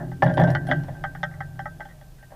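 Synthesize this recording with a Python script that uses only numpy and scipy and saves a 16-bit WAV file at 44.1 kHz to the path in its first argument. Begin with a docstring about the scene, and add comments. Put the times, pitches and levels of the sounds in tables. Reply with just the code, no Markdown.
"""A metal tap over a low shudder comes first, then heavy thuds boom in a hull: gear handled on a yacht's foredeck,
heard through the hull by a camera fixed to the boat. Metal taps ring a rail and small parts tick.
Each blow is a click and a rattle exciting decaying modes; noise keeps hull, deck and rail sounding as they die away.
Behind them lie a faint water rumble of resonant noise and the camera's coloured hiss and sine whine."""
import sys
import numpy as np
from scipy import signal
from scipy.fft import rfft, irfft
from scipy.io import wavfile
from scipy.ndimage import uniform_filter1d

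SR = 44100
rng = np.random.default_rng(int(sys.argv[2]) if len(sys.argv) > 2 else 0)


def master_out(mix):
    """Clip the mix to full scale and print it as 16-bit PCM to the path in sys.argv[1]."""
    frames = np.transpose(np.atleast_2d(mix))
    ceiling = np.clip(frames, -1, 1)
    pcm = np.round(ceiling * 32767).astype(np.int16)
    wavfile.write(sys.argv[1], SR, pcm)


def decibels_to_gain(level_db):
    """Convert a level in decibels to a linear amplitude gain (20 dB per decade)."""
    exponent = np.asarray(level_db, float) / 20
    return 10 ** exponent


N = 103635

# Deck panel modes: f/Hz, relative level/dB, t60/s
DECK = [(564.5, -3, 0.17), (616.4, 0.5, 0.19), (675, 3.5, 0.035), (729, 3, 0.028), (785, 3, 0.065),
        (821, -21, 0.039), (950, -11.5, 0.042), (1043, -23.5, 0.067), (1140, -21, 0.041), (1300, -17, 0.02),
        (1442, -8, 0.03), (1615, -3.5, 0.05), (1757, -6, 0.064), (1916, -18, 0.2), (1900, -51, 0.079)]
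# Upper hull modes: f/Hz, relative level/dB, t60/s
HULL_UPPER = [(224, 1.5, 0.079), (257.1, -3, 0.64), (276.7, 3, 0.24), (341.5, -4.5, 0.47),
              (361.2, -1, 0.21), (455, -7.5, 0.12)]
# Rail modes, low cluster, upper cluster and long ring: f/Hz, relative level/dB, t60/s
RAIL_LOW = [(603, -8, .085), (670, -12, .05), (791, 0, .07), (835, -5, .045)]
RAIL_UPPER = [(1170, -12, .08), (1292, -4, .075), (1367, -11, .11), (1470, -5, .05), (1560, -2, .05),
              (1630, -2, .06), (1732, -3, .05), (1792, -4, .09), (1863, -1, .075), (1947, -2, .085),
              (2040, -14, .05)]
RAIL_RING = [(1562, 0, .3)]


def level(x, db):
    """Root-mean-square normalisation: scales to an rms level in dB re 1."""
    return x * decibels_to_gain(db) / np.sqrt(np.mean(x ** 2))


def curve(rows):
    """Amplitude envelope: rows of t/s, level/dB joined by straight lines in dB."""
    return decibels_to_gain(np.interp(np.arange(N) / SR, *np.array(rows).T))


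def walk(per_s):
    """Low-passed noise: a random wander of rms 1, smoothed twice over 1/per_s seconds."""
    k = int(SR / per_s)
    smooth = uniform_filter1d(rng.standard_normal(N), k)
    return level(uniform_filter1d(smooth, k), 0)


def ring(x, hz, t60):
    """Damped oscillator: a complex pole gives one mode that falls 60 dB in t60 (5 ms at least)."""
    decay = np.log(1000) / (max(t60, .005) * SR)
    pole = np.exp(2j * np.pi * hz / SR - decay)
    return signal.lfilter([1], [1, -pole], x).imag


def passband(x, modes):
    """Band limitation: a structure passes little outside the span of its modes."""
    hz = np.array(modes)[:, 0]
    skirt = 1.0436  # frequency ratio by which the band exceeds the outer modes
    band = [hz.min() / skirt, hz.max() * skirt]
    return signal.sosfilt(signal.butter(4, band, "band", fs=SR, output="sos"), x)


def strike(modes, times, dbs, rattle_s, rattle_db):
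    """Impact excitation: a click and a fading, grainy rattle drive the modes, scaled to each blow's peak level.

    rattle_s is the rattle's decay constant, rattle_db its mean energy re the click."""
    scatter_db, grain_db = 4.5, 4  # spread of mode levels from blow to blow, and of grain levels
    size = (len(times), 16384)
    span = np.arange(size[1])
    rattle_s = (np.ones(size[0]) * rattle_s)[:, None]
    grain_gain = np.repeat(rng.standard_normal((size[0], 256)), repeats=64, axis=1)  # 64 samples a grain
    grains = level(rng.standard_normal(size) * decibels_to_gain(grain_db * grain_gain), 0)
    fade = np.exp(-span / SR / rattle_s) / np.sqrt(rattle_s * SR / 2)  # unit energy
    push = grains * decibels_to_gain(np.reshape(rattle_db, (-1, 1))) * fade
    push[:, 0] += 1  # the click
    share = decibels_to_gain(scatter_db * rng.standard_normal((size[0], len(modes))))
    blows = sum(decibels_to_gain(db) * share[:, [k]] * ring(push, hz, t60) for k, (hz, db, t60) in enumerate(modes))
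    blows = passband(blows, modes)
    blows = blows * decibels_to_gain(np.asarray(dbs))[:, None] / np.abs(blows).max(axis=1, keepdims=True)
    at = (np.asarray(times) * SR).astype(int)[:, None] + span
    return np.bincount(at.ravel(), blows.ravel(), N + size[1])[:N]


def stir(modes, gain):
    """Sustained random excitation: noise keeps the modes sounding under a gain over time."""
    tones = sum(decibels_to_gain(db) * ring(rng.standard_normal(N), hz, t60) for hz, db, t60 in modes)
    return passband(gain * level(tones, 0), modes)


def thuds():
    """Modal response to a blunt impact: a blow with a scrape makes deck panels knock and crackle."""
    # Thuds on the deck: t/s, peak level/dB, treble re peak level/dB, scrape decay constant/s; the faint row at
    # 1.798 s is a light tap, heard through the deck modes
    thud_rows = [(.222, -5.5, -24, 0.012), (0.248, -31, -16, 0.0067), (0.261, -15, -24.5, 0.029),
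                 (.295, -19, -27, 0.021), (0.371, -14, -20.5, 0.007), (0.377, -8.5, -24, 0.014),
                 (0.397, -10.5, -25.5, 0.0081), (0.414, -11.5, -25, 0.0048), (.436, -18, -39, 0.047),
                 (0.473, -18, -24, 0.031), (0.496, -23, -38, 0.044), (0.687, -19, -22.5, 0.046),
                 (0.883, -29, -26.5, 0.013), (1.798, -32, -25, 0.0045), (2.304, -43.5, -28, 0.026),
                 (2.319, -35.5, -35, 0.023)]
    # Treble modes of the deck: f/Hz, relative level/dB, t60/s
    treble_modes = [(2650, -14, .02), (2920, -5, .04), (3203, 0, .035), (3400, -2, .03), (3737, -10, .02)]
    # Crackle modes of the deck: f/Hz, relative level/dB, t60/s (raised to 5 ms where shorter)
    crackle_modes = [(4600, 13, .004), (5130, 4, .004), (6300, -14, .003), (9900, -8, .003)]
    t, db, treble, scrape = np.array(thud_rows).T
    parts = ((DECK, 0), (HULL_UPPER, -15), (treble_modes, treble), (crackle_modes, treble - 9.5))
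    return sum(strike(modes, t, db + share_db, scrape, rattle_db=14.5) for modes, share_db in parts)


def taps():
    """Modal participation: where the rail is hit sets each cluster's share; the long ring fades unevenly."""
    # Taps on the rail: t/s, peak level of the low cluster before the common -7 dB/dB,
    # then re that peak: upper cluster level/dB, long ring level/dB, treble level/dB
    tap_rows = [(0.116, -25.5, -5.5, -15, -19.5), (0.339, -32, 2, 5.5, -6), (0.436, -14.5, -5, -4, -14.5),
                (0.55, -13, 6.5, -10.5, -10), (0.669, -26, -1, -4, -12.5), (0.713, -8, 5.5, -7.5, -9),
                (0.835, -33, -5, -0.5, -9.5), (0.943, -36.5, -6, 2, -15), (1.039, -13, 2, -13, -16),
                (1.15, -25, 2.5, -12.5, -16.5), (1.231, -12.5, 4.5, -17, -10.5), (1.31, -43.5, 7.5, 5, -24),
                (1.339, -40.5, 9, -4.5, -20), (1.405, -20, 2.5, -9.5, -20), (1.556, -41.5, -4, -14, -15),
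                (1.592, -18, 0.5, -16, -17), (1.656, -18.5, 0, -17.5, -22.5), (1.805, -21, 0, -11, -20),
                (1.852, -28.5, -5.5, -7.5, -14), (1.885, -45.5, 10, -15, -5),
                (2.012, -36.5, -1.5, -9.5, -12), (2.18, -57.5, 9, 11.5, -18), (2.226, -38, -2.5, -7.5, -14)]
    # Treble modes of the rail: f/Hz, relative level/dB, t60/s
    treble_modes = [(2945, -4, .06), (3100, -1, .05), (3240, 0, .04), (3400, 0, .03), (3550, -3, .025),
                    (3900, -14, .015), (4300, -11, .02), (4700, -12, .02), (4950, -11, .025),
                    (5330, -9, .03), (5520, -9, .04), (6270, -15, .02)]
    t, db, upper, long, treble = np.array(tap_rows).T
    soft = db < -42  # brushes, more rattle than click
    rattle_s = np.where(soft, .025, .0085)
    blur_db = 12 * soft
    low = strike(RAIL_LOW, t, db, rattle_s, blur_db - 4)
    clusters = ((RAIL_UPPER, upper), (treble_modes, treble))
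    bright = sum(strike(modes, t, db + share_db, rattle_s, blur_db + 2.5) for modes, share_db in clusters)
    tail = strike(RAIL_RING, t, db + long, .0085, rattle_db=-12)
    tail = tail * decibels_to_gain(2.5 * walk(per_s=45))
    return decibels_to_gain(-7) * (low + bright + tail)


def ticks():
    """Resonance of small bodies: loose parts tick in high, short modes, a little to one side by level difference."""
    # Ticks: t/s, peak level before panning/dB, top resonance re that peak/dB
    tick_rows = [(0.2215, -51, -15), (0.235, -34.5, -14.5), (0.339, -41.5, -8.5), (0.3745, -52, -9),
                 (0.398, -43.5, -2.5), (0.437, -36.5, -21), (0.49, -48, -9), (0.5033, -35, -11),
                 (0.669, -46.5, 0.5), (0.8365, -49, -15)]
    # Main modes of a small part: f/Hz, relative level/dB, t60/s
    part_modes = [(4250, -4, .012), (4950, -6, .008), (5600, -5, .01), (6800, -9, .005)]
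    # Its top modes: f/Hz, relative level/dB, t60/s (raised to 5 ms where shorter)
    top_modes = [(8700, -8, .005), (9600, -3, .012), (13200, -8, .004)]
    t, db, top = np.array(tick_rows).T
    body = strike(part_modes, t, db, .012, rattle_db=-2.5)
    bright = strike(top_modes, t, db + top, .012, rattle_db=17)
    pan_db = np.array([[1], [-1]])  # left, right
    return (body + bright) * decibels_to_gain(pan_db)


def boom():
    """Beating: the two lowest hull modes sound together, each wavering in level and frequency, at rms 1."""
    # Lowest hull modes: f/Hz, relative level/dB, rms frequency waver/Hz
    low_modes = [(134, 0, 4), (161, -2, 7)]
    waver_db, waver_per_s = 2.5, 14
    tones = 0
    for hz, db, waver_hz in low_modes:
        gain = decibels_to_gain(db + waver_db * walk(waver_per_s))
        cycles = rng.random() + np.cumsum(hz + waver_hz * walk(waver_per_s)) / SR
        tones = tones + gain * np.sin(2 * np.pi * cycles)
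    return level(tones, 0)


def hull_shudder():
    """Forced modal vibration: the low boom, noisy hull modes and a hum near 92 Hz follow their envelopes."""
    # Shudder of the low hull: t/s, level/dB
    shudder_rows = [(0.0, -30), (0.12, -34), (0.2, -46), (0.222, -42), (0.24, -19), (0.28, -18),
                    (0.36, -30), (0.39, -20), (0.41, -13), (0.44, -14), (0.48, -20), (0.5, -17), (0.6, -33),
                    (0.66, -27), (0.74, -20), (0.8, -22), (0.88, -38), (0.91, -30), (0.98, -39),
                    (1.04, -34), (1.11, -41.5), (1.28, -35.5), (1.33, -45), (1.41, -35.5), (1.47, -42.5),
                    (1.6, -40.5), (1.79, -46), (2.05, -50), (2.35, -55)]
    # Shudder of the upper hull modes: t/s, level/dB
    upper_rows = [(0.0, -33), (0.18, -48), (0.25, -32.5), (0.36, -34), (0.39, -24), (0.65, -42),
                  (0.72, -34), (0.82, -45.5), (1.11, -56.5), (1.79, -57.5), (2.03, -78), (2.35, -94)]
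    # Broad low hull modes: f/Hz, relative level/dB, t60/s
    broad_modes = [(116.5, 0.5, 0.23), (148.3, -5, 0.5), (191.6, -10.5, 0.25)]
    # Wavering hum mode: f/Hz, relative level/dB, t60/s
    hum_modes = [(91.47, 0, 0.9)]
    # Hum envelope: t/s, level/dB
    hum_rows = [(0.0, -41), (0.67, -38), (1.05, -43), (1.13, -50.5), (1.25, -44), (2.35, -69)]
    gain = curve(shudder_rows)
    low = gain * boom() + decibels_to_gain(-9) * stir(broad_modes, gain)
    return low + stir(HULL_UPPER, curve(upper_rows)) + stir(hum_modes, curve(hum_rows))


def rustle():
    """Random excitation of resonances: noise makes the deck and rail modes rustle."""
    # Rustle envelope: t/s, level of deck and low rail/dB
    rustle_rows = [(0.0, -32.5), (0.27, -87), (0.38, -34), (0.41, -22), (0.51, -42.5), (0.91, -49.5),
                   (1.31, -54), (1.77, -58), (2.0, -60.5), (2.35, -71)]
    gain = curve(rustle_rows)
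    low = stir(RAIL_LOW + DECK, gain)
    return low + decibels_to_gain(-19.5) * stir(RAIL_UPPER, gain) + decibels_to_gain(-21) * stir(RAIL_RING, gain)


def water():
    """Resonant filtering of noise: water rumbles around 32 Hz, almost alike left and right."""
    # Rumble envelope: t/s, level/dB
    rumble_rows = [(0.0, -46), (0.56, -40), (0.58, -47), (0.69, -41), (1.27, -45.5), (1.49, -48),
                   (1.52, -49), (2.35, -49)]
    centre_hz, width_hz, side_db = 32.2, 18.7, -22.5
    peak = signal.iirpeak(centre_hz, centre_hz / width_hz, SR)
    mid, side = level(signal.lfilter(*peak, rng.standard_normal((2, N))), 0)
    return curve(rumble_rows) * (mid + decibels_to_gain(side_db) * side * np.array([[1], [-1]]))


def camera():
    """Spectral shaping: coloured hiss, mostly alike in both channels, and a thin sine whine."""
    # Hiss spectrum: f/Hz, relative level/dB
    hiss_rows = [(180, -18), (300, 1), (326, -39), (438, -37), (491, 13.5), (886, -33), (931, -1),
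                 (1380, -16), (2490, 2), (15200, -0.5)]
    hiss_db, side_db = -62, -15  # rms of the common part, and of the opposed part re it
    whine_hz, whine_db = 13950, -81.5  # whine level is rms
    hz = np.arange(N // 2 + 1) * SR / N + 1  # 1 Hz up, to keep the logarithm finite
    table_hz, table_db = np.array(hiss_rows).T
    gain = decibels_to_gain(np.interp(np.log(hz), np.log(table_hz), table_db))
    mid, side = irfft(rfft(rng.standard_normal((2, N))) * gain, N)
    whine = decibels_to_gain(whine_db) * np.sqrt(2) * np.sin(2 * np.pi * whine_hz * np.arange(N) / SR)
    return level(mid, hiss_db) + whine + level(side, hiss_db + side_db) * np.array([[1], [-1]])


def scene():
    """Superposition: blows, hull, deck and rail are alike left and right; ticks, water and hiss differ a little."""
    return thuds() + taps() + ticks() + hull_shudder() + rustle() + water() + camera()


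def band_limit(x):
    """A steep low-pass at the top of the band."""
    return signal.sosfilt(signal.butter(12, 15310, fs=SR, output="sos"), x)


def record(dry):
    """Low-pass filtering: a steep elliptic filter cuts the top above 15310 Hz."""
    cut = signal.sosfilt(signal.ellip(10, .1, 70, 15310, fs=SR, output="sos"), dry)
    return band_limit(cut)


dry = scene()
out = record(dry)
master_out(out)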